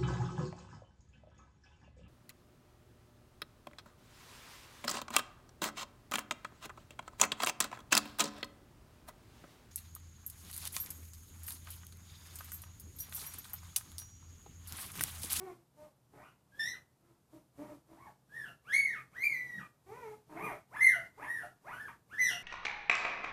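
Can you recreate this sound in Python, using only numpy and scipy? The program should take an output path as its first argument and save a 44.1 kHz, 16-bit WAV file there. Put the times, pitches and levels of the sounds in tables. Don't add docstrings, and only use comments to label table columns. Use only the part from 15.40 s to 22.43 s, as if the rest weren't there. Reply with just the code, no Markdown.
import sys
import numpy as np
from scipy import signal
from scipy.fft import rfft, irfft, next_fast_len
from scipy.io import wavfile
from scipy.ndimage import uniform_filter1d, map_coordinates

SR = 44100
rng = np.random.default_rng(int(sys.argv[2]) if len(sys.argv) > 2 else 0)


def transcribe(signal):
    frames = np.atleast_2d(signal).T
    limited = np.clip(frames, -1, 1)
    pcm = np.round(limited * 32767).astype(np.int16)
    wavfile.write(sys.argv[1], SR, pcm)


N = 310023
TOP_HZ = 14600


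def puppy():
    # f/Hz, level/dB
    rasp_spectrum = [(100, -22), (300, 6), (1000, 7), (2200, 0.5), (3200, -23), (5000, -45.5),
                     (8000, -47.5), (11000, -24.5), (15000, -25.5)]
    # f/Hz, level/dB
    mouth_spectrum = [(1500, -13.5), (2600, 8.5), (3300, 5), (4200, 0.5), (5200, -14), (6300, -6.5),
                      (7800, -11.5), (10000, -7), (14000, -5)]
    # start/s, top/s, end/s, start pitch/Hz, top pitch/Hz, end pitch/Hz, level/dB, swell/dB,
    # overtones against the lowest tone/dB, roughness/0-1, overtone slope/dB per octave, mouth resonance/Hz
    grunts = [(.005, 0.039, .135, 335, 381, 338, -50, -5.5, -5.5, 0.24, -1, 816),
              (0.371, 0.417, .49, 280, 306.2, 257, -70.5, 5, 12.5, 0.37, -7, 680),
              (0.737, 0.872, .935, 396, 1466, 630, -59, -2.5, -5, 0.92, -14, 2010),
              (1.613, 1.668, 1.75, 319, 338, 326, -67, -1, -5.5, 0.77, 3, 1293),
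              (1.933, 1.947, 2.02, 277, 318.5, 310, -58, -14, -4, 0.36, -18, 664),
              (2.184, 2.25, 2.35, 260, 311.6, 280.3, -54.5, -1.5, -2.5, 0.63, -7, 556),
              (2.491, 2.553, 2.58, 285.4, 338, 318, -62, -1, -1.5, 1, -15, 1020),
              (2.573, 2.631, 2.71, 472, 1124, 460, -55.5, 4, -10, 0.49, -18, 1910),
              (4.469, 4.574, 4.745, 362.8, 500, 427, -52, 3, -2.5, 0.22, 2, 813),
              (4.899, 5.051, 5.15, 310, 438.5, 345.3, -54.5, -1, -1, 0.65, -7, 900),
              (4.965, 5.039, 5.14, 355.8, 1222, 497, -45, 6, -2.5, 0.47, -1.5, 2190)]
    # (t/s, pitch/Hz, level/dB)
    squeals = [ (0.25, -1.5, -18, 5460, [(1.125, 1610, -57.5), (1.188, 1770, -63.5), (1.196, 1787, -35.5),
               (1.248, 1850, -44.5), (1.256, 1882, -39.5), (1.285, 2040, -42.5), (1.315, 2004, -49.5),
               (1.365, 1184, -64.5)]), (0.99, 0, -8.5, 3100, [(2.895, 1558, -66.5), (2.93, 1715, -52.5),
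               (2.965, 1875, -46.5), (3, 1760, -45), (3.04, 1672, -47), (3.07, 1409, -56),
               (3.125, 1376, -61.5)]), (0.47, -1.5, -17, 10800, [(3.255, 1126, -62), (3.3, 1674, -45.5),
               (3.318, 1655, -41), (3.338, 2138, -26.5), (3.37, 2246, -29), (3.45, 2189, -33),
               (3.485, 1938, -39.5), (3.535, 1765, -44), (3.56, 1287, -52), (3.59, 1202, -54)]),
               (1.23, 0.5, -16, 12300, [(3.735, 1140, -60.5), (3.77, 1924, -45.5), (3.83, 2173, -40),
               (3.841, 2383, -26), (3.865, 2326, -36.5), (3.96, 1992, -38), (4.03, 1986, -52),
               (4.18, 1887, -45.5), (4.205, 1289, -56.5), (4.24, 1196, -53)]),
               (0.58, -1.5, -10, 10400, [(5.315, 474, -61), (5.36, 1071, -45.5), (5.368, 1694, -40.5),
               (5.404, 1793, -38.5), (5.411, 2035, -26), (5.445, 2131, -21.5), (5.472, 2032, -22),
               (5.515, 1665, -41.5), (5.548, 1449, -40.5), (5.6, 1312, -68)]),
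               (1.27, -1.5, -5.5, 10000, [(5.78, 399.3, -61), (5.848, 1075, -46), (5.856, 1627, -51),
               (5.905, 1906, -36.5), (5.945, 1890, -40.5), (6, 1637, -47.5), (6.028, 1407, -52),
               (6.075, 1443, -58.5)]), (0.98, -2.5, -9, 11000, [(6.247, 482.8, -60), (6.305, 1045, -48.5),
               (6.33, 1403, -48), (6.397, 1643, -51.5), (6.405, 1744, -40), (6.44, 1720, -56),
               (6.475, 1589, -49), (6.492, 946, -52), (6.52, 911, -64)]),
               (0.51, -0.5, -12.5, 5900, [(6.7, 1085, -60.5), (6.742, 1763, -45.5), (6.775, 1680, -47),
               (6.795, 2028, -28), (6.815, 2029, -23), (6.852, 1936, -34), (6.876, 1796, -38),
               (6.915, 1421, -48.5), (6.98, 1395, -60.5)])]
    air = np.array([noise(rasp_spectrum), noise(mouth_spectrum)])
    return sum(grunt(row, air) for row in grunts) + sum(squeal(row, air) for row in squeals)


def squeal(row, air, easy_db=-39.5, rough_per_db=0.002):
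    # pitch/Hz, overtones against the lowest tone/dB, roughness/0-1
    register = [(500, 7, 0.32), (1060, -0.5, 0.45), (1490, -11.5, 0.33), (1717, -18, 0.09),
                (1950, -21.5, 0.03), (2380, -23.5, 0.03)]
    # t/s, half length/s, change in the overtones/dB
    strains = [(1.249, 0.068, 20), (3.081, 0.013, 15.5), (3.338, 0.05, 9.5), (3.817, 0.029, 6),
               (4.225, 0.016, -2.5), (5.432, 0.0056, 4.5), (6.841, .025, 11), (6.933, 0.045, 23.5)]
    hoarseness, bright_db, slope_db, mouth_hz, course = row
    times, hz, db = np.transpose(course)
    t, fade = span(times[0], times[-1])
    pitch, level_db = np.interp(t, times, hz), np.interp(t, times, db)
    register_hz, register_db, register_rough = np.transpose(register)
    strain_db = sum(raised_db * bell(t, when, width) for when, width, raised_db in strains)
    effort_db = 0.099 * (level_db - easy_db)
    overtones_db = np.interp(pitch, register_hz, register_db) + bright_db + strain_db + effort_db
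    rough = hoarseness * np.interp(pitch, register_hz, register_rough) + rough_per_db * strain_db
    return voice(t, fade, pitch, level_db, overtones_db, rough, slope_db, mouth_hz, air)


def grunt(row, air, swoop_s=0.047, waver=0.015, lumpy_db=0.86, start_dip_db=2, end_dip_db=9.5):
    start, top, end, start_hz, top_hz, end_hz, db, swell_db, overtones_db, rough, slope_db, mouth_hz = row
    t, fade = span(start, end)
    swoop = bell(t, top, swoop_s)
    rest_hz = np.where(t < top, start_hz, end_hz)
    pitch = (rest_hz + (top_hz - rest_hz) * swoop) * (1 + waver * wobble(70, len(t)))
    from_middle = np.interp(t, [start, end], [-1, 1])
    dip_db = np.where(from_middle < 0, start_dip_db, end_dip_db) * np.abs(from_middle) ** 2.04
    level_db = db + swell_db * from_middle / 2 - dip_db + lumpy_db * wobble(51, len(t))
    rough = rough * (1 - 0.4 * swoop)
    return voice(t, fade, pitch, level_db, overtones_db, rough, slope_db, mouth_hz, air)


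def voice(t, fade, pitch, level_db, overtones_db, rough, slope_db, mouth_hz, air,
          mouth_db=10, mouth_octaves=0.11, tremor=0.0038, hiss_db=-21):
    # f/Hz, gain/dB
    throat = [(300, 21), (1100, 21.5), (1600, 7), (2200, 12), (2900, -8), (4100, -22.5), (5000, -17),
              (6200, -12), (7800, -21.5), (9000, -8), (10500, -9.5), (12500, -6), (14500, -19)]
    first, size = round(t[0] * SR), len(t)
    rough = np.clip(rough, 0, 1)
    scatter = (0.004 + 0.075 * rough) * wobble(650, size)
    pitch = pitch * (1 + tremor * wobble(90, size) + scatter)
    phase = 2 * np.pi * np.cumsum(pitch) / SR
    multiple = np.arange(2, 17)[:, None]
    hz = multiple * pitch
    boost_db = mouth_db * np.exp(-(np.log2(hz / mouth_hz) / mouth_octaves) ** 2)
    weights = amp(along(throat, hz) + boost_db + slope_db * np.log2(multiple)) * (hz < TOP_HZ)
    overtones = np.sum(weights * np.sin(multiple * phase), axis=0) / np.linalg.norm(weights, axis=0)
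    tone = amp(level_db) * (np.sin(phase) + amp(overtones_db) * overtones) + voice_break(t, phase)
    flutter = (1 + rough * wobble(300, size)) * amp(wobble(70, size))
    throat_air, mouth_air = air[:, first:first + size]
    hiss = amp(level_db + overtones_db + hiss_db) * mouth_air
    puffs = (1 + np.sin(phase)) * throat_air
    rasp = 0.6 * rough ** 1.2 * amp(level_db) * np.hypot(1, amp(overtones_db)) * puffs
    call = fade * (np.sqrt(2) * tone * flutter + rasp + hiss)
    return np.pad(call, (first, N - first - size))


def voice_break(t, phase, rise_s=0.004, fall_s=0.0096):
    # start/s, end/s, level/dB
    breaks = [(3.095, 3.102, -58), (5.561, 5.595, -50), (6.037, 6.059, -49), (6.926, 6.97, -55)]
    strength = sum(amp(db) * np.interp(t, [start - rise_s, start, end, end + fall_s], [0, 1, 1, 0])
                   for start, end, db in breaks)
    return strength * np.sin(phase / 2)


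def hands():
    # t/s, level/dB, half length/s
    bumps = [(1.262, -69, 0.024), (4.176, -53.5, 0.021), (5.046, -53.5, 0.042), (6.898, -66.5, 0.13)]
    # f/Hz, level/dB
    thud_spectrum = [(40, -41), (110, -6), (170, 5), (260, -10.5), (600, -48), (3000, -76.5)]
    t = np.arange(N) / SR
    return noise(thud_spectrum) * sum(amp(db) * bell(t, when, width) for when, db, width in bumps)


def room(x, gap_s=0.0037, build_s=0.004):
    # f/Hz, time to fade by 60 dB/s
    ring_times = [(200, 0.3), (2000, 0.35), (6000, 0.29), (13000, 0.25)]
    # f/Hz, direct sound/dB, sound off the walls/dB
    beam = [(2270, 0, -0.5), (4000, -8.5, -1.5), (10000, -2, 3)]
    # f/Hz, gain/dB
    standing_waves = [(250, -0.5), (335, 1.5), (375, -1.5), (425, 4), (495, -9), (570, -0.5), (650, -0.5),
                      (780, 0), (950, 0), (1150, -1)]
    hz, t, spectra = signal.stft(rng.standard_normal(SR // 2), SR, nperseg=256)
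    decay = amp(-60 * t / along(ring_times, hz)[:, None])
    tail = signal.istft(spectra * decay, SR, nperseg=256)[1]
    tail *= np.clip((np.arange(len(tail)) / SR - gap_s) / build_s, 0, 1)
    ring = signal.fftconvolve(x, tail / np.linalg.norm(tail))[:N]
    beam_hz, direct_db, walls_db = np.transpose(beam)
    direct = filtered(x, lambda hz: amp(np.interp(hz, beam_hz, direct_db)))
    walls = filtered(ring, lambda hz: amp(np.interp(hz, beam_hz, walls_db)))
    return filtered(direct + walls, lambda hz: amp(along(standing_waves, hz)))


def background_hiss():
    # f/Hz, level/dB
    hiss_spectrum = [(25, -24), (45, -14), (70, -4.5), (108, -5.5), (128, 6.5), (148, -2), (220, -6.5),
                     (400, -10.5), (1000, -14.5), (2000, -25.5), (4000, -26.5), (7500, -26.5),
                     (11000, -26.5), (14500, -28.5)]
    return amp(-61) * noise(hiss_spectrum)


def suppressor(x, closed_db=-63, open_db=-50, depth_db=12, bass_share=0.8, window_s=0.054, glide_s=0.067):
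    voice_band = filtered(x, lambda hz: (hz > 250) & (hz < 3000))
    power = np.abs(uniform_filter1d(voice_band ** 2, int(window_s * SR)))
    level_db = 10 * np.log10(power + 1e-12)
    quietness = np.clip((open_db - level_db) / (open_db - closed_db), 0, 1)
    cut_db = uniform_filter1d(depth_db * quietness, int(glide_s * SR))
    bass = filtered(x, lambda hz: 1 / (1 + (hz / 200) ** 4))
    return bass * amp(-bass_share * cut_db) + (x - bass) * amp(-cut_db)


def span(start, end, attack_s=0.008, release_s=0.0061):
    t = np.arange(max(0, int((start - attack_s) * SR)), min(N, int((end + release_s) * SR))) / SR
    return t, np.interp(t, [start - attack_s, start, end, end + release_s], [0, 1, 1, 0])


def bell(t, centre, width):
    return np.exp(-0.5 * ((t - centre) / width) ** 2)


def amp(db):
    return 10 ** (np.asarray(db) / 20)


def along(points, hz):
    point_hz, values = np.transpose(points)
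    return np.interp(np.log(hz + 1), np.log(point_hz), values)


def wobble(rate, size):
    return map_coordinates(rng.standard_normal(size // 8 + 4), [np.arange(size) * rate / SR], mode="wrap")


def filtered(x, response):
    size = next_fast_len(len(x) + 8192)
    return irfft(rfft(x, size) * response(np.fft.rfftfreq(size, 1 / SR)), size)[:len(x)]


def noise(spectrum):
    x = filtered(rng.standard_normal(N), lambda hz: amp(along(spectrum, hz)))
    return x / np.sqrt(np.mean(x ** 2) + 1e-20)


def scene():
    return (room(puppy() + hands()) + background_hiss())[None]


def record(dry):
    return filtered(suppressor(dry[0]), lambda hz: hz < TOP_HZ)[None]


dry = scene()
out = record(dry)
transcribe(out)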